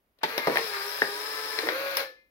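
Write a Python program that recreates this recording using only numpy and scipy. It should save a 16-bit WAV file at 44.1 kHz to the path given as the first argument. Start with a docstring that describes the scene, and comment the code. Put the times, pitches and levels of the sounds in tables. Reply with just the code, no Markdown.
"""A shutter button slides in, then an instant camera clacks and whirrs as it ejects a picture.
Latches and the mirror strike the hollow body, and a small motor drives rattling plastic gears.
The motor labours while the rollers squeeze the sheet, runs free once it is out, and stops with a
sharp click; springs ring on. The camera is close to a stereo microphone in a small, quiet room."""
import sys
import numpy as np
from scipy import signal
from scipy.fft import rfft, irfft, next_fast_len
from scipy.io import wavfile

SR = 44100
rng = np.random.default_rng(int(sys.argv[2]) if len(sys.argv) > 2 else 0)


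def digitize_waveform(pressure):
    """Quantize a signal to 16-bit integers and store it at the path in sys.argv[1].

    Rows of a 2-D input are taken as channels; values are limited to [-1, 1].
    """
    field = np.atleast_2d(pressure).T
    bounded = np.clip(field, -1, 1)
    quanta = np.round(bounded * 32767).astype(np.int16)
    wavfile.write(sys.argv[1], SR, quanta)


N = 101429
TIME = np.arange(N) / SR


def amp(db):
    """Turns decibels into a number to multiply by."""
    return 10 ** (np.asarray(db) / 20)


def unit(x):
    """Scales a sound to an average (rms) size of 1."""
    return x / np.sqrt(np.mean(x ** 2) + 1e-20)


def curve(rows, column=1):
    """Joins the points of a time table with straight lines."""
    rows = np.array(rows)
    return np.interp(TIME, rows[:, 0], rows[:, column])


def look_up(points, hz):
    """Reads between the rows of a frequency table, with octaves evenly spaced."""
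    f, value = np.transpose(points)
    return np.interp(np.log(hz + 1), np.log(f + 1), value)


def colour(x, points, lag_s=0):
    """Turns each frequency up or down by a table, with no ringing ahead of the sound."""
    size = 2 * next_fast_len(N)
    hz = np.fft.fftfreq(size, 1 / SR)
    log_gain = np.log(amp(look_up(points, abs(hz))))
    response = np.exp(np.conj(signal.hilbert(log_gain)) - 2j * np.pi * hz * lag_s)
    return irfft(rfft(x, size) * response[:size // 2 + 1], size)[..., :N]


def drift(rate_hz):
    """A random wander of size 1, mostly slower than the given rate."""
    hz = np.fft.rfftfreq(N, 1 / SR)
    return unit(irfft(rfft(rng.standard_normal(N)) / (1 + (hz / rate_hz) ** 2), N))


def add(mix, start_s, sound):
    """Mixes a sound into both channels at a given time."""
    part = mix[:, round(start_s * SR):][:, :sound.shape[-1]]
    part += sound[..., :part.shape[1]]


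# how much of a sound differs between left and right: f/Hz, share/dB
STEREO_SPREAD = [(40, -5), (150, -8), (350, -25.5), (700, -3), (1500, -1.5), (3000, -4), (16000, -4)]

def stereo(a, b):
    """Makes two channels that share sound a and differ by sound b."""
    n = len(a)
    share = np.clip(amp(look_up(STEREO_SPREAD, np.fft.rfftfreq(n, 1 / SR))), 0, 1)
    same = irfft(rfft(a) * np.sqrt(1 - share ** 2), n)
    apart = irfft(rfft(b) * share, n)
    return np.array([same + apart, same - apart])


def hiss(n=N):
    """Noise that is partly alike on the left and right."""
    return stereo(*rng.standard_normal((2, n)))


def rubbing(scrape, levels, band_hz):
    """Friction: one band of a scraping noise swells and fades by a table."""
    band = signal.butter(3, band_hz, "band", fs=SR, output="sos")
    sounding = (TIME > levels[0][0]) & (TIME < levels[-1][0])
    return sounding * amp(curve(levels)) * unit(signal.sosfilt(band, scrape))


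# the tone of the quiet room: f/Hz, relative level/dB
ROOM_TONE = [(20, -19), (50, 0.5), (90, -9), (200, -10.5), (500, -11.5), (900, -15), (2000, -19.5),
             (4200, -27), (5200, -29), (8000, -35.5), (11000, -26), (16000, -24.5)]

def room_tone(level_db=-75):
    """A very faint rush lies under everything."""
    return amp(level_db) * unit(colour(hiss(), ROOM_TONE))


# the button's slide: t/s, level/dB
BUTTON_SLIDE = [(.15, -100), (.19, -72), (.205, -76), (.214, -51), (.232, -47), (.25, -100)]

def shutter_button():
    """The button rubs as it slides in."""
    return rubbing(hiss(), BUTTON_SLIDE, band_hz=(600, 3000))


def blow(low_hz, high_hz, buzz_fade_s, scatter_db, scatter_fade_s, buzz_db=-2):
    """A struck part: a sharp push, a brief contact buzz, then shaking that scatters through the case."""
    t = TIME[:SR // 5]
    band = signal.butter(2 if low_hz < 1200 else 3, [low_hz, high_hz], "band", fs=SR, output="sos")
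    push = signal.sosfilt(band, 1. * (t == 0))
    buzz = signal.sosfilt(band, rng.standard_normal(len(t)) * amp(-60 * t / buzz_fade_s))
    scatter = signal.sosfilt(band, hiss(len(t)) * amp(-60 * t / scatter_fade_s))
    contact = unit(unit(push) + amp(buzz_db) * unit(buzz))
    return unit(contact + amp(scatter_db) * unit(scatter)) / np.sqrt(20)  # energy of 10 ms at size 1


# the parts that ring: hollow body, mirror, shell, latch, pawl (a gear's catch), metal edge
# low f/Hz, high f/Hz, buzz fade/s, scatter level/dB, scatter fade/s (a fade is a 60 dB drop)
PARTS = [(343.5, 637, 0.014, 0.5, 0.19), (795, 1018, 0.0037, 3.5, 0.058), (1518, 2165, 0.0018, -2.5, 0.067),
         (1900, 4500, 0.018, 3, 0.088), (4960, 5646, 0.0057, -11.5, 0.036),
         (10730, 15500, 0.0052, 3, 0.052)]
# the clacks: t/s, then level/dB for each of the six parts in turn
CLACKS = [(0.188, -68, -86, -75, -61.5, -74, -72.5), (0.233, -32.5, -26, -28, -26, -41.5, -41.5),
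          (0.2376, -31, -26.5, -27, -25, -55, -58.5), (0.243, -33.5, -43, -29, -55, -43, -52.5),
          (0.3789, -27.5, -32.5, -27.5, -26, -30.5, -34), (0.4712, -21, -26.5, -27.5, -34.5, -39, -43),
          (0.4804, -21.5, -31, -38, -40, -52.5, -60), (.498, -26, -49, -35, -49.5, -55.5, -65),
          (0.5572, -33.5, -37, -27, -30.5, -42, -41), (.566, -33, -43, -46, -41, -42, -52),
          (0.5721, -44, -32, -26.5, -33.5, -59, -38), (0.5834, -33, -35, -52, -34, -39, -50),
          (1.0192, -25.5, -29, -31, -31.5, -58, -59), (1.5883, -37, -44.5, -28.5, -34.5, -40.5, -58.5),
          (1.632, -35, -47, -47.5, -42, -48, -63.5), (1.67, -33.5, -38.5, -31, -40.5, -45.5, -45),
          (1.6872, -28, -31.5, -26, -29.5, -43, -52.5), (1.9697, -40.5, -35, -28.5, -25.5, -27, -27)]
# the springs' faint ring under the hardest latch blow: f/Hz, level/dB, fade/s
SPRING_SHIVER = [(1739, -50.5, 0.47), (2085, -56.5, .5), (2438, -57, 0.54), (3780, -46.5, 0.33)]

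def clacks():
    """Latches and mirror strike the case; latch blows also set the springs ringing."""
    out, t = np.zeros((2, N)), TIME[:SR]
    ring = sum(amp(db - 60 * t / fade) * np.sin(2 * np.pi * hz * t) for hz, db, fade in SPRING_SHIVER)
    hardest_latch_db = max(row[4] for row in CLACKS)
    for start, *levels in CLACKS:
        add(out, start, sum(amp(db) * blow(*part) for db, part in zip(levels, PARTS)))
        add(out, start, amp(levels[3] - hardest_latch_db) * ring)
    return out


# the motor's speed, given as the pitch of its hum: t/s, f/Hz
MOTOR_PITCH = [(.23, 333), (.29, 416.5), (.365, 461.3), (.43, 446.2), (.53, 487.2), (.6, 462.4),
               (.71, 411.1), (.78, 395.3), (.86, 404.3), (.93, 420.2), (1.0, 428.6), (1.075, 399.9),
               (1.17, 416.8), (1.26, 433), (1.39, 436.4), (1.46, 430.1), (1.56, 439.1), (1.65, 445.3),
               (1.72, 510.3), (1.79, 546.4), (1.87, 553.8), (1.97, 546.3), (2.04, 548.2), (2.11, 514.5)]
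HUMS_PER_TURN = 3

def shaft_turns(wobble=.005):
    """Counts the turns of the motor's slightly unsteady shaft."""
    hum_hz = curve(MOTOR_PITCH) * (1 + wobble * drift(rate_hz=30))
    return np.cumsum(hum_hz) / SR / HUMS_PER_TURN


def teeth(turns, count=12, uneven_db=.66, chance_db=2, steady_rub=.35):
    """Gear teeth scrape one after another, in an uneven pattern that returns with every turn."""
    tooth, progress = (turns * count).astype(int), turns * count % 1
    pattern_db = uneven_db * unit(rng.standard_normal(count))
    force = amp(pattern_db[tooth % count] + chance_db * rng.standard_normal(N)[tooth])
    scrape = steady_rub + np.exp(-progress / .29)  # strongest as each tooth lands
    return unit(force * scrape * hiss())


# the sheet in the rollers: t/s, load from 0 to 1
SHEET_LOAD = [(.42, 0.06), (.6, 0.94), (1.2, 0.92), (1.58, 0.96), (1.66, 0.7), (1.73, 0.2)]

def sheet_load():
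    """How hard the rollers squeeze; zero once the sheet is out."""
    return curve(SHEET_LOAD) * (TIME < SHEET_LOAD[-1][0])


# gear tones: cycles per turn, then relative level/dB before the sheet, under load and running free
GEAR_TONES = [(6, -1.5, -2.5, -7.5), (7, -13, -1, -13.5), (8, -10, -10.5, 2), (9, -9.5, -0.5, 2.5),
              (11, 1, 0, -10), (12, -4, 6.5, -2.5), (13, -7, -8, -8), (14, 4, -1, -5.5), (16, -9, -2, -20)]
# how well the case gives off those tones: f/Hz, boost/dB
CASE_BOOST = [(800, -1), (930, 1.5), (1015, 1.5), (1100, -0.5), (1210, 6.5), (1300, 1.5), (1450, -2),
              (2300, -1.5)]

def gear_whine(turns, roughness=.45):
    """The gears sing a rough chord whose balance shifts with the load."""
    out, load = np.zeros((2, N)), sheet_load()
    shaft_hz = curve(MOTOR_PITCH) / HUMS_PER_TURN
    for cycles, before_db, loaded_db, free_db in GEAR_TONES:
        angle = 2 * np.pi * (cycles * turns + rng.random())
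        flutter = [drift(rate_hz=17) * np.sin(angle) + drift(rate_hz=50) * np.cos(angle)
                   for _ in range(2)]
        tone = np.sin(angle) + roughness * np.array(flutter)
        idle_db = np.where(TIME < SHEET_LOAD[2][0], before_db, free_db)
        gear_db = idle_db + (loaded_db - idle_db) * load
        out += amp(gear_db + look_up(CASE_BOOST, cycles * shaft_hz)) * tone
    return unit(out)


# how loud the motor runs: t/s, hum level/dB, whine level/dB, rattle level/dB
MOTOR_LEVELS = [(.228, -100, -100, -100), (.245, -76, -46, -39.5), (.31, -54, -37, -35.5),
                (.365, -35.5, -35.5, -36), (.42, -57.5, -33.5, -36.5), (.54, -41, -33, -34.5),
                (.595, -31, -35, -36), (.65, -45.5, -44.5, -34.5), (.77, -43.5, -40.5, -40),
                (.95, -47.5, -42, -37), (1.14, -40.5, -40, -40), (1.22, -48.5, -40, -38.5),
                (1.39, -41.5, -38, -38.5), (1.45, -47.5, -40, -38.5), (1.64, -39.5, -36.5, -35.5),
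                (1.73, -35, -32, -33.5), (1.87, -35.5, -34, -34), (1.95, -42, -34, -33.5),
                (2.005, -32, -34.5, -28.5), (2.045, -43, -52.5, -39), (2.11, -53, -86, -59),
                (2.21, -94, -110, -110)]
# the tone of the gear rattle: f/Hz, relative level/dB
RATTLE_TONE = [(40, -46), (110, -17.5), (200, -21.5), (330, -15), (480, 4), (700, 0), (1000, 0.5),
               (1300, 1.5), (1700, 1.5), (2300, 4.5), (3200, -4), (4300, 2.5), (5400, -8), (6500, -13.5),
               (8200, -27), (10500, -15), (13000, -9.5), (16000, -13.5)]
RUNNING = TIME > MOTOR_LEVELS[0][0]

def motor(turns, roughness=.33):
    """The motor hums while its gears whine and rattle, all following one shaft."""
    hum = unit(np.sin(2 * np.pi * HUMS_PER_TURN * turns) * (1 + roughness * drift(rate_hz=30)))
    whine = gear_whine(turns)
    rattle = unit(colour(teeth(turns), RATTLE_TONE))
    hum_gain, whine_gain, rattle_gain = (amp(curve(MOTOR_LEVELS, column)) for column in (1, 2, 3))
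    return RUNNING * (hum_gain * hum + whine_gain * whine + rattle_gain * rattle)


# deep thumps: t/s, level/dB
THUMPS = [(0.233, -41), (0.4701, -31.5), (.49, -40), (1.02, -41.5)]
# the whole camera as one struck part, with the same columns as PARTS
WHOLE_CAMERA = (172, 340, 0.38, 2, 0.019)
# the room's own low notes: f/Hz, level/dB compared with the thump, fade/s
ROOM_BOOM = [(112.5, -26.5, 0.67), (165.8, -4, 0.14), (206.3, -15, 0.47), (277.3, -4, 0.32)]

def thumps(jolt_db=-22, jolt_s=.0026, boom_rise_s=.0061):
    """The whole camera jolts in the hands and makes the room boom."""
    out, t = np.zeros((2, N)), TIME[:SR]
    boom = sum(amp(db - 60 * t / fade) * np.sin(2 * np.pi * hz * t) for hz, db, fade in ROOM_BOOM)
    boom *= 1 - np.exp(-t / boom_rise_s)
    jolt = amp(jolt_db) * t / jolt_s * np.exp(1 - t / jolt_s)
    for start, db in THUMPS:
        add(out, start, amp(db) * blow(*WHOLE_CAMERA))
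        add(out, start, amp(db) * (boom + jolt))
    return out


# the crisp start of the louder clacks: t/s, f/Hz, level/dB, rise/s
CLACK_ATTACKS = [(.235, 889, -25, 0.0045), (.4716, 1230, -24, 0.0034), (.5579, 990, -15.5, 0.00038),
                 (.5714, 2015, -4, 0.0004), (1.0194, 1723, -4.5, 0.00093), (1.0277, 1810, -14.5, 0.00057),
                 (1.5884, 1990, -20.5, 0.00055), (1.5887, 4140, -13, 0.0006), (1.6872, 2020, -20, .0015),
                 (1.9699, 5310, -15, 0.00062)]

def clack_attacks():
    """The crisp, pitched attack of the louder clacks: one short note that dies almost at once."""
    out, t = np.zeros((2, N)), TIME[:SR // 20]
    for start, hz, db, rise in CLACK_ATTACKS:
        swell = t / rise * np.exp(1 - t / rise)
        add(out, start, amp(db) * swell * np.sin(2 * np.pi * hz * t))
    return signal.sosfilt(signal.butter(2, 400, "high", fs=SR, output="sos"), out)


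# the tone of the squeezing rollers: f/Hz, relative level/dB
ROLLER_TONE = [(300, -32), (1300, -11), (1700, 4.5), (2200, -12.5), (3000, -5.5), (4100, 1), (4500, -9.5),
               (4950, 1.5), (5400, -1.5), (6100, -13), (7500, -14), (8600, -16), (10200, -11.5),
               (12000, -15), (16000, -12.5)]

def rollers(turns, scrape_db=-36.5, squeak_db=-40, squeak_hz=5160, working_hz=421):
    """The rollers scrape, stick and slip: tiny high chirps that rise with the motor's speed."""
    hz = squeak_hz * (curve(MOTOR_PITCH) / working_hz) ** .4 + 190 * drift(rate_hz=110)
    grip = amp(4.5 * np.minimum(drift(rate_hz=110), 1))  # breaks the squeak into chirps
    squeak = unit(grip * np.sin(2 * np.pi * np.cumsum(hz) / SR))
    scrape = unit(colour(teeth(turns), ROLLER_TONE))
    return RUNNING * sheet_load() * (amp(scrape_db) * scrape + amp(squeak_db) * squeak)


# the rollers' bite: t/s, level/dB
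SHEET_BITE = [(.68, -70), (.74, -32), (.8, -38), (.95, -63.5), (1.05, -76.5)]

def sheet_bite(turns):
    """The rollers rasp as they bite the thick front edge of the sheet."""
    return rubbing(teeth(turns), SHEET_BITE, band_hz=(1060, 2470))


# the motor's whistles: start t/s, end t/s, f/Hz, width/Hz, level/dB
WHISTLES = [(0.739, 1.057, 13020, 450, -48), (1.68, 2.0, 14450, 519, -52.5)]

def whistles(ramp_s=.08):
    """Thin, fuzzy whistles come and go while the motor runs."""
    out = np.zeros((2, N))
    for start, end, hz, width_hz, db in WHISTLES:
        angle = 2 * np.pi * hz * TIME
        tones = [drift(width_hz / 2) * np.sin(angle) + drift(width_hz / 2) * np.cos(angle)
                 for _ in range(2)]
        swell = np.clip(np.minimum(TIME - start, end - TIME) / ramp_s, 0, 1)
        out += amp(db) * swell * unit(stereo(*tones))
    return out


# the low rumble: t/s, level/dB
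CASE_RUMBLE = [(1.001, -57), (1.2, -60), (1.55, -57.5), (1.68, -40), (1.8, -56.5), (2.031, -57),
               (2.17, -77.5), (2.25, -91)]

def case_rumble(turns):
    """The case rumbles with the gears, most of all as the sheet comes out."""
    return rubbing(teeth(turns), CASE_RUMBLE, band_hz=(290.5, 386.5))


# springs ringing as the camera comes to rest: t/s, f/Hz, level/dB, rise/s, fade/s
SPRINGS = [(2.03, 1739, -33, 0.02473, 0.36), (2.03, 3910, -57.5, .01, 0.34),
           (2.16, 2085, -50.5, 0.026, 0.34), (2.17, 2438, -57, 0.019, 0.336)]

def springs():
    """Small springs keep singing after the motor has stopped."""
    out, t = np.zeros((2, N)), TIME[:SR]
    for start, hz, db, rise, fade in SPRINGS:
        swell = amp(db - 60 * t / fade) * (1 - np.exp(-t / rise))
        add(out, start, swell * np.sin(2 * np.pi * hz * t))
    return out


# how long the room rings: f/Hz, fade/s
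ROOM_FADE = [(120, 0.238), (500, 0.33), (1500, 0.29), (4000, 0.36), (10000, 0.25), (16000, 0.21)]

def room(x, tail_db=-10.5, early_db=-13, early_s=.014):
    """Adds quick echoes from nearby and a short, blurred tail, different at each ear."""
    t = TIME[:SR // 2]
    hz, frame_s, spectrum = signal.stft(hiss(len(t)), SR, nperseg=256)
    spectrum *= amp(-60 * frame_s / look_up(ROOM_FADE, hz)[:, None])
    tail = signal.istft(spectrum, SR, nperseg=256)[1][:, :len(t)] * (t > .006)
    early = rng.standard_normal((2, len(t))) * np.exp(-t / early_s) * (t > .001)
    early = signal.sosfilt(signal.butter(2, 800, "high", fs=SR, output="sos"), early)
    echoes = (amp(tail_db) * unit(tail) + amp(early_db) * unit(early)) / np.sqrt(len(t))
    return x + signal.fftconvolve(x, echoes, axes=1)[:, :N]


# the right side compared with the left: f/Hz, level/dB
RIGHT_SIDE = [(100, 3), (350, -0.5), (600, 0), (1200, -1), (1800, -5), (2600, -7), (3800, -9.5),
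              (5300, -16), (6500, -13.5), (8000, 1), (9500, 2), (12000, 1.5), (16000, -4.5)]

def scene():
    """The camera sits a little to the left; the right side hears it later and duller."""
    turns = shaft_turns()
    camera = shutter_button() + clacks() + motor(turns) + rollers(turns) + thumps() + clack_attacks()
    camera += sheet_bite(turns) + whistles() + case_rumble(turns)
    left, right = room(camera) + springs()
    return np.array([left, colour(right, RIGHT_SIDE, lag_s=.00012)]) + room_tone()


def record(dry):
    """Cuts away the very highest treble."""
    low_pass = signal.firwin(511, cutoff=15900, window=("kaiser", 9), fs=SR)
    return signal.oaconvolve(dry, low_pass[None], "same")


dry = scene()
out = record(dry)
digitize_waveform(out)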